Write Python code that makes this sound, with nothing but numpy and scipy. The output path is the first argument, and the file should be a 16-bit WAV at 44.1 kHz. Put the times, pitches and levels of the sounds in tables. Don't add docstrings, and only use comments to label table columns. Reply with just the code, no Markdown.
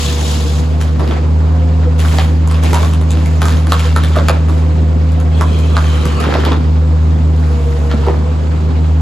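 import sys
import numpy as np
from scipy import signal
from scipy.fft import rfft, irfft, next_fast_len
from scipy.io import wavfile
from scipy.ndimage import uniform_filter1d

SR = 44100
rng = np.random.default_rng(int(sys.argv[2]) if len(sys.argv) > 2 else 0)


def master_out(mix):
    frames = np.transpose(np.atleast_2d(mix))
    ceiling = np.clip(frames, -1, 1)
    pcm = np.round(ceiling * 32767).astype(np.int16)
    wavfile.write(sys.argv[1], SR, pcm)


N = 397341

# f/Hz, likeness (1 = identical)
LIKENESS = [(60, 0.47), (130, 1), (290, 0.48), (640, 0.021), (1400, 0.17), (3100, 0.58), (6000, 0.28),
            (7400, 0.95), (16000, 1)]
# full level from t/s, length/s, hiss level/dB, hiss tilt/(dB per octave),
# grind level/dB, grind weight/(dB per octave below 1 kHz)
WORK = [(0.808, 0.0084, -38.5, 7, -33, -1), (1.005, 0.14, -50, 22, -30, 12),
        (1.991, 0.22, -33.5, 6, -24.5, -0.5), (2.498, 0.084, -42, 4, -29.5, -2),
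        (2.63, 0.23, -33, 4.5, -25, 4), (3.095, 0.27, -39, 1, -42, -9), (3.415, 0.13, -33, 3.5, -29, 6),
        (3.7, 0.17, -30.5, 1, -29, -12), (3.955, 0.38, -35, -1.5, -39, 6),
        (4.492, 0.086, -42.5, 5, -33.5, 16), (5.38, 0.52, -42, 4.5, -36, 19.5),
        (5.76, 0.37, -37.5, 3, -30, -2), (6.208, 0.3, -37.5, -0.5, -23, 0.5),
        (7.366, 0.52, -49, 14.5, -39.5, -5), (7.903, 0.2, -44, 1, -33, -1)]
# hiss level/dB, hiss tilt/(dB per octave),
# grind level/dB, grind weight/(dB per octave below 1 kHz)
SAW = (-24.5, 2, -28.5, -14)
WORK_RISE_S, WORK_FALL_DB_PER_S = 0.013, 104.5
SAW_STOPS_S = .47
BLOW_SAMPLES = 4000


def amp(db):
    return 10 ** (np.asarray(db) / 20)


def evened(x):
    return x / np.sqrt(np.mean(x ** 2) + 1e-20)


def levelled(x):
    return x / np.sqrt(np.mean(x[:round(.012 * SR)] ** 2))


def read(points, hz):
    f, value = np.transpose(points)
    return np.interp(np.log(hz + 1), np.log(f + 1), value)


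def curves(rows, t):
    s, *columns = np.transpose(rows)
    return [np.interp(t, s, column) for column in columns]


def slowly(control):
    t = np.arange(0, N + 64, 64) / SR
    return np.interp(np.arange(N) / SR, t, control(t))


def wander(fastest_hz, count):
    points = N // 64 + 2
    spectrum = rfft(rng.standard_normal((count, points)))
    spectrum[:, np.fft.rfftfreq(points, 64 / SR) > fastest_hz] = 0
    slow = irfft(spectrum, points)
    return [np.interp(np.arange(N) / 64, np.arange(len(row)), evened(row)) for row in slow]


def pair(left, other, hz):
    same = np.clip(read(LIKENESS, hz), -1, 1)
    return np.array([left, same * left + np.sqrt(1 - same ** 2) * other])


def noise(size, db_at, patchy_db):
    hop = size // 4
    frames, hz = N // hop + 5, np.fft.rfftfreq(size, 1 / SR)[:, None]
    a, b, c, d, patches = rng.standard_normal((frames, len(hz), 5)).T
    patches = uniform_filter1d(patches, size=size // 64, axis=0)
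    patches = evened(uniform_filter1d(patches, size=8, axis=1))
    z = pair(a + 1j * b, c + 1j * d, hz)
    z *= amp(db_at(hz, np.arange(frames) * hop / SR) + patchy_db * patches)
    return signal.istft(z, nperseg=size, noverlap=size - hop)[1][:, :N]


def resonance(hz, f, width):
    return 1 / (1 + ((hz - f) / width) ** 2)


def band(low_hz, high_hz, x):
    return signal.sosfilt(signal.butter(2, [low_hz, high_hz], "band", fs=SR, output="sos"), x)


def add(mix, s, sound):
    part = mix[round(s * SR):][:len(sound)]
    part += sound[:len(part)]


def spell(t, start, length, rise_s, fall_db_per_s):
    rise = np.clip((t - start) / rise_s + 1, 0, 1)
    return rise * amp(-fall_db_per_s * np.maximum(t - start - length, 0))


def sawing(t):
    surge_db = 2 * np.cos(2 * np.pi * 3.7 * (t - 0.04))
    slowing_db = 8 * t
    dying_db = 50 * np.maximum(t - SAW_STOPS_S, 0)
    return amp(surge_db - slowing_db - dying_db)


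def effort(t, column):
    # hiss level/dB, hiss tilt/(dB per octave), grind level/dB, grind weight/(dB per octave)
    idle = (-45, -2, -34, 0.5)
    parts = [(np.ones(len(t)), idle), (sawing(t), SAW)]
    for s, length, *row in WORK:
        parts.append((spell(t, s, length, WORK_RISE_S, WORK_FALL_DB_PER_S), row))
    power = np.array([(gain * amp(row[column])) ** 2 for gain, row in parts])
    tilt = [row[column + 1] for _, row in parts] @ power / power.sum(0)
    return 10 * np.log10(power.sum(0)), tilt


def exhaust(angle, t):
    # t/s, level/dB
    loudness = [(0.0, -14.5), (0.63, -12), (0.9, -10.5), (1.13, -12.5), (1.4, -8.5), (5.9, -9),
                (6.27, -13.5), (6.73, -8.5), (7.43, -8.5), (7.55, -10.5), (8.05, -11), (8.23, -11),
                (8.48, -12), (9.01, -8)]
    # multiple of the firing rate, level/dB, wavering/dB
    multiples = [(.75, -41, -11.5), (1, -0.5, -0.5), (2, -10.5, 0.5), (2.75, -37, 1.5), (3, -37.5, 5),
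                 (3.25, -19.5, 1.0), (4, -33.5, 7.5), (5.25, -37.5, -0.5), (6.25, -39, 8)]
    tones = 0
    for (k, db, waver_db), w in zip(multiples, wander(13, count=len(multiples))):
        tones = tones - amp(db + waver_db * w) * np.cos(k * (angle - .1) + 0.032)
    return amp(curves(loudness, t)[0]) * tones


def pumps(angle, t):
    # full level from t/s, length/s, whine level/dB, upper whine level/dB
    strains = [(0, 0.53, -35.5, -42.5), (1.52, 0.17, -36, -36), (4.65, 0.89, -42, -41.5),
               (5.953, 0.42, -35, -50), (7.525, 0.6, -30, -38)]
    whine, upper = amp(-40.5), 0
    for s, length, db, upper_db in strains:
        gain = spell(t, s, length, rise_s=0.037, fall_db_per_s=63)
        whine = whine + gain * amp(db)
        upper = upper + gain * amp(upper_db)
    waver = amp(2.6 * wander(13, count=1)[0])
    return whine * waver * np.sin(6.5 * angle) + upper * np.sin(9.0 * angle)


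def panels(t):
    # f/Hz, level/dB
    drones = [(300, -38.5), (386, -39.5)]
    tracks = wander(9, count=len(drones))
    return sum(amp(db + 2.9 * w) * np.sin(2 * np.pi * f * t) for (f, db), w in zip(drones, tracks))


def engine():
    # t/s, firing rate f/Hz
    speed = [(0, 74.1), (0.55, 74.7), (0.72, 76.9), (0.87, 77.2), (1.1, 73.8), (1.25, 77.4), (1.55, 79.4),
             (2.1, 78.4), (5.5, 78.6), (5.75, 77.7), (6.15, 75.0), (6.3, 75.0), (6.75, 77.9), (7.3, 78.1),
             (7.45, 77.0), (7.6, 73.0), (8.02, 72.9), (8.3, 77.1), (8.75, 78.1), (9.01, 77.9)]
    # f/Hz, level/dB
    roar_colour = [(20, -20), (45, -37), (86, -2.5), (123, -6), (168, -11.5), (204, -3), (255, -8),
                   (345, -12.5), (434, -13.5), (1100, -21.5), (2000, -36), (4670, -46), (8000, -45),
                   (12000, -59.5), (16000, -100)]
    t = np.arange(N) / SR
    angle = 2 * np.pi * np.cumsum(curves(speed, t)[0]) / SR
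    whines = pumps(angle, t) + panels(t)
    roar = evened(noise(2048, lambda f, s: read(roar_colour, f), patchy_db=1.5))
    throb = 1 + 0.069 * np.cos(angle - 1.5)
    tonal = exhaust(angle, t) + whines * amp([[1.5], [-3]])
    return np.sqrt(2) * tonal + amp(-22.5) * throb * roar


def hiss():
    # f/Hz, level/dB
    base = [(300, -32), (1000, -23), (2200, 7.5), (3000, 3.5), (5000, 3), (8000, -0.5), (12000, -8),
            (16000, -17.5)]
    # f/Hz, width/Hz, height/dB
    whistles = [(3600, 800, 4), (6500, 200, 4)]
    # f/Hz, width/Hz, height/dB
    saw_bar = [(2070, 290, -12), (3440, 1300, 2.5), (5870, 170, -1.5), (6570, 370, 0)]

    def colour(hz, s):
        whistle_db = sum(db * resonance(hz, f, width) for f, width, db in whistles)
        saw_db = sum(db * resonance(hz, f, width) for f, width, db in saw_bar)
        tilt_db = effort(s, column=0)[1] * np.log2((hz + 1) / 4000)
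        return read(base, hz) + whistle_db + (s < SAW_STOPS_S + .3) * saw_db + tilt_db

    level_db = slowly(lambda t: effort(t, column=0)[0])
    sputter_db = 1.1 * wander(83, count=1)[0]
    return amp(level_db + sputter_db) * evened(noise(512, colour, patchy_db=1.5))


def grind():
    # f/Hz, level/dB
    base = [(150, -22.5), (400, 5.5), (900, 0), (1400, -2), (2200, -6), (5000, -13), (10000, -52)]

    def colour(hz, s):
        return read(base, hz) + effort(s, column=2)[1] * np.log2(1000 / np.clip(hz, 300, 1000))

    level_db = slowly(lambda t: effort(t, column=2)[0])
    lumps_db = 1.55 * wander(29, count=1)[0]
    return amp(level_db + lumps_db) * evened(noise(512, colour, patchy_db=2.0))


def slide():
    # f/Hz, width/Hz, level/dB, drift/(share of pitch per s),
    # last climb/(share of pitch per s), last swell/(dB per s)
    bed = [(1200, 110, 4, 0, .03, 75), (2550, 130, -3, -.03, 0, 0), (3330, 170, 2, -.12, 0, 15),
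           (4100, 150, -4, -.03, .9, 35), (6300, 90, -10, 0, .4, 0), (7800, 150, -13, 0, .4, 0),
           (10500, 180, -17, 0, .4, 0)]
    start_s, end_s = 5.35, 6.23
    climb_from_s = 6.05
    t, wavering = np.arange(N) / SR, wander(4.9, count=2 * len(bed))

    def colour(hz, s):
        since = np.clip(s - start_s, 0, end_s - start_s)
        last = np.clip(s - climb_from_s, 0, end_s - climb_from_s)
        w = [np.interp(s, t, row) for row in wavering]
        total = 0
        for k, (f, width, db, drift, climb, swell_db) in enumerate(bed):
            pitch = f * (1 + drift * since + climb * last + .018 * w[2 * k + 1])
            level = amp(db + swell_db * last + 1.5 * w[2 * k])
            total = total + level * resonance(hz, pitch, width)
        return 20 * np.log10(total)

    stroke = spell(t, start_s, end_s - start_s, rise_s=0.035, fall_db_per_s=302)
    z = noise(1024, colour, patchy_db=2.2) * stroke
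    z = z / np.sqrt((z ** 2).sum() / (2 * stroke ** 2).sum())
    return amp(-32 + 2 * (t - start_s)) * z


def ring(hz, blow, slower, sag=0):
    # multiple of the pitch, level/dB, time to fall 60 dB/s (before "slower" stretches it)
    modes = [(1, 0, .014), (1.22, -9, .008), (.75, -8, .01), (2.6, -13, .004)]
    t = np.arange(len(blow)) / SR
    turns = np.cumsum(hz * (1 + sag * (np.exp(-t / .018) - .5))) / SR
    sound = 0
    for k, db, t60 in modes:
        turn = np.exp(2j * np.pi * k * turns)
        keep = amp(-60 / (slower * t60 * SR))
        sound = sound + amp(db) * (turn * signal.lfilter([1], [1, -keep], blow / turn)).imag
    return sound / abs(sound).max()


def scatter(gain, per_s, hz_range, spread_db, slower):
    loudness = amp(spread_db * np.minimum(rng.exponential(1, N), 4))
    sizes = gain * loudness * (rng.random(N) < per_s / SR)
    piece = rng.integers(0, 12, N)
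    blows = rng.standard_normal((12, 1000)) * amp(-60 * np.arange(1000) / SR / .01)
    out = np.zeros(N)
    for k, hz in enumerate(np.geomspace(*hz_range, 12)):
        sound = ring(hz, blows[k], slower)
        for at in np.flatnonzero(sizes * (piece == k) > 1e-4):
            add(out, at / SR, sizes[at] * sound)
    return out


def sharp_strike():
    return amp(22) * (np.arange(BLOW_SAMPLES) == round(.001 * SR))


def landings():
    # t/s, peak level/dB, f/Hz
    thumps = [(0.849, -17, 600), (1, -18, 230), (1.005, -25, 585), (1.046, -19, 1190), (1.089, -13, 232),
              (1.12, -23, 1160), (2.185, -8, 794), (2.727, -7, 245), (4.167, -4.5, 615), (4.178, -9, 494),
              (4.189, -18, 560), (4.209, -12.5, 520), (4.227, -12, 537), (4.297, -2.5, 890),
              (4.298, -2, 504), (6.059, -3, 140), (6.072, -24, 300), (6.267, -4.5, 324), (6.315, -9, 323),
              (6.224, -27, 500), (6.288, -5, 473), (6.268, -16, 830), (6.352, -3.5, 770),
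              (6.385, -6.5, 330), (6.464, -7, 860), (6.515, -12, 610), (6.572, -8, 320), (6.345, -10, 328),
              (6.44, -14, 413), (6.49, -5.5, 330), (6.468, -4, 326), (6.514, -6, 347), (7.938, -2.5, 223),
              (8.073, -5, 400), (8.084, -4.5, 740), (8.098, -6, 446)]
    out, t = np.zeros(N), np.arange(BLOW_SAMPLES) / SR
    for s, db, hz in thumps:
        blow = rng.standard_normal(BLOW_SAMPLES) * amp(-60 * t / 0.079) + sharp_strike()
        add(out, s, amp(db) * ring(hz, blow, slower=max(1100 / hz, 1)))
    return out


def clatter():
    # full level from t/s, length/s, level/dB
    tumbles = [(1.0, .12, -33), (6.24, .31, -24), (8.07, .08, -27)]
    falling = slowly(lambda u: sum(
        spell(u, s, length, WORK_RISE_S, 200) * amp(db) for s, length, db in tumbles))
    return scatter(falling, per_s=300, hz_range=(310, 1350), spread_db=2.6, slower=1.5)


def splinters():
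    def working(u):
        total = amp(SAW[0] - 12) * sawing(u)
        for s, length, db, *_ in WORK:
            total = total + spell(u, s, length, WORK_RISE_S, WORK_FALL_DB_PER_S) * amp(db)
        return total

    return scatter(slowly(working) * amp(5), per_s=260, hz_range=(1100, 3900), spread_db=2.3, slower=0.88)


def cracks():
    # t/s, snap peak level/dB, ring level/dB, ring f/Hz, top-end level/dB
    snaps = [(0.812, -17, -27.5, 1410, -30), (0.995, -20.5, -23.5, 905, -42), (0.999, -24, -34, 1520, -52),
             (1.076, -16.5, -37, 1640, -47), (1.11, -17.5, -28, 1180, -52), (1.9927, -19, -43, 1070, -42),
             (2.001, -19, -37, 1100, -32), (2.048, -29, -23.5, 1290, -39), (2.1985, -12, -35, 1000, -50),
             (2.1845, -7, -19.5, 1660, -42), (2.4744, -27, -31, 907, -32.5), (2.512, -17, -27, 1005, -31.5),
             (2.5445, -16, -30, 950, -40), (2.635, -14, -24, 910, -27), (2.7312, -5, -14.5, 880, -25),
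             (2.745, -9, -18, 890, -24), (2.762, -16, -16, 950, -39), (2.8296, -16, -21.5, 1040, -36),
             (2.8475, -18, -30, 1010, -38), (2.935, -18, -31, 990, -33), (3.013, -21.5, -28.5, 880, -38),
             (3.1063, -13, -34, 907, -26), (3.171, -19.5, -33, 1200, -45), (3.259, -23, -28.5, 2000, -35.5),
             (3.4178, -10, -16.5, 1100, -26.5), (3.4542, -18, -18.5, 1150, -27),
             (3.483, -10, -22, 1260, -29), (3.5236, -18, -41, 1100, -42), (3.6693, -20, -26.5, 1090, -35),
             (3.7205, -1, -9, 1110, -20.5), (3.7943, -9, -31, 916, -29), (3.854, -15.5, -30, 1210, -42),
             (3.962, -13, -13, 1190, -26), (4.0362, -10, -24.5, 1170, -29), (4.0874, -31, -41, 1050, -39),
             (4.156, -26, -23, 1270, -51), (4.1622, -18, -19, 1110, -35), (4.175, -15, -27, 1320, -43),
             (4.187, -17.5, -19.5, 1100, -46), (4.2842, -0.5, -11, 1104, -19),
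             (4.4837, -35, -29.5, 1030, -45), (4.496, -24.5, -28, 990, -43), (5.119, -34, -44, 1010, -42),
             (5.201, -42, -33, 1080, -39.5), (5.41, -21.5, -13, 1020, -28.5), (5.589, -26, -32, 900, -36),
             (5.767, -12, -12, 1060, -30.5), (6.0543, -23, -22, 1100, -29.5), (6.2024, -22, -39, 1440, -31),
             (6.2395, -12, -20.5, 1130, -38), (6.3392, -10, -21, 1300, -42), (6.359, -29, -26, 1150, -54),
             (6.403, -26, -30, 1310, -43), (6.4501, -11.5, -23.5, 1100, -32),
             (6.5193, -10, -19.5, 1010, -55), (7.9137, -16.5, -23.5, 1260, -52),
             (8.038, -37, -34, 1100, -50), (8.066, -36, -20, 870, -47)]
    out, t = np.zeros(N), np.arange(BLOW_SAMPLES) / SR
    bursts, strike = rng.standard_normal((len(snaps), BLOW_SAMPLES)), sharp_strike()
    middle = band(2200, 3900, bursts + .5 * strike)
    top = band(5000, 11000, bursts)
    ragged = amp(5 * np.repeat(rng.standard_normal((len(snaps), 40)), 100, axis=1))
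    tear = amp(-19 - 60 * t / 0.1) * ragged
    snap = amp(-60 * t / .01)
    start = np.minimum(t / .0008, 1)
    middle = middle * start * (snap + tear)
    top = top * start * (snap + amp(-9) * tear)
    knock = np.minimum(t / .0015, 1) * amp(-60 * t / .055)
    for (s, db, body_db, hz, top_db), burst, m, h in zip(snaps, bursts, middle, top):
        add(out, s, amp(db) * m / abs(m).max() + amp(top_db) * levelled(h))
        body = ring(hz, burst * knock + strike, slower=1, sag=.33)
        add(out, s, amp(body_db) * levelled(body))
    return out


def wood():
    both = [cracks() + splinters(), landings() + clatter()]
    return signal.sosfilt(signal.butter(2, 130, "high", fs=SR, output="sos"), both)


def shed(x, echo_db):
    # t/s, left level/dB, right level/dB (echo_db is added)
    echoes = [(.0045, -15, -13), (.0104, -5, -6), (.0165, -13, -15), (.021, -12, -11), (.028, -16, -14)]
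    # f/Hz, time to fall 60 dB/s
    decay = [(200, 0.39), (800, 0.48), (2000, 0.4), (5500, 0.06), (12000, 0.02)]
    taps = np.zeros((2, SR))
    at = np.arange(600, SR - 20, 20) + rng.integers(0, 20, (2, (SR - 601) // 20))
    np.put_along_axis(taps, at, rng.choice([-1., 1.], at.shape), 1)
    hz, t, (left, other) = signal.stft(taps, SR, nperseg=256)
    hz = hz[:, None]
    z = pair(left, other, hz) * amp(-60 * t / read(decay, hz))
    tail = signal.istft(z, SR, nperseg=256)[1]
    tail *= amp(-15) / np.linalg.norm(tail[0])
    tail[:, 0] = 1
    for s, left_db, right_db in echoes:
        tail[:, round(s * SR)] += amp([left_db, right_db]) * amp(echo_db)
    return signal.fftconvolve(x[None], tail, axes=1)[:, :N]


def scene():
    splitting, pile = wood()
    machine = engine() + hiss() + slide() + grind()
    return machine + shed(splitting, echo_db=0) + shed(pile, echo_db=-12)


def record(dry):
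    # f/Hz, left lead over right/radians
    lead = [(0, 0), (80, -.17), (340, -.6), (3190, .9), (4650, .2), (7600, 0), (8400, -np.pi),
            (9600, -np.pi), (10500, -2 * np.pi), (11700, -2 * np.pi), (12500, -3 * np.pi),
            (13700, -3 * np.pi), (14300, -4 * np.pi), (16000, -4 * np.pi)]
    # f/Hz, left above right level/dB
    lean = [(60, 0.1), (150, -1), (380, -1.5), (950, -4), (2380, 1), (5980, 2), (15000, -1)]
    size = next_fast_len(N)
    hz = np.fft.rfftfreq(size, 1 / SR)
    tone_db = -9.0 * np.clip(np.log2((hz + 1) / 10000), 0, 1) - 0.46 * resonance(hz, 5700, 500)
    half = amp(read(lean, hz) / 2) * np.exp(.5j * read(lead, hz))
    stereo = irfft(rfft(dry, size) * [half, 1 / half] * amp(tone_db), size)[:, :N]
    power_db = 10 * np.log10(abs(uniform_filter1d((stereo ** 2).mean(0), size=565)) + 1e-12)
    fall = np.arange(N) * 3.4 / SR
    held_db = np.maximum.accumulate(power_db + fall) - fall
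    over_db = np.maximum(held_db + 6.5, 0)
    ducked = stereo / amp(1.24 * uniform_filter1d(over_db, size=200))
    soft = .95 * np.tanh(ducked / .95)
    soft = soft - soft.mean(axis=1, keepdims=True)
    lowpass = signal.firwin(511, 16300, window=("kaiser", 9), fs=SR)
    return signal.oaconvolve(soft, lowpass[None], "same")


dry = scene()
out = record(dry)
master_out(out)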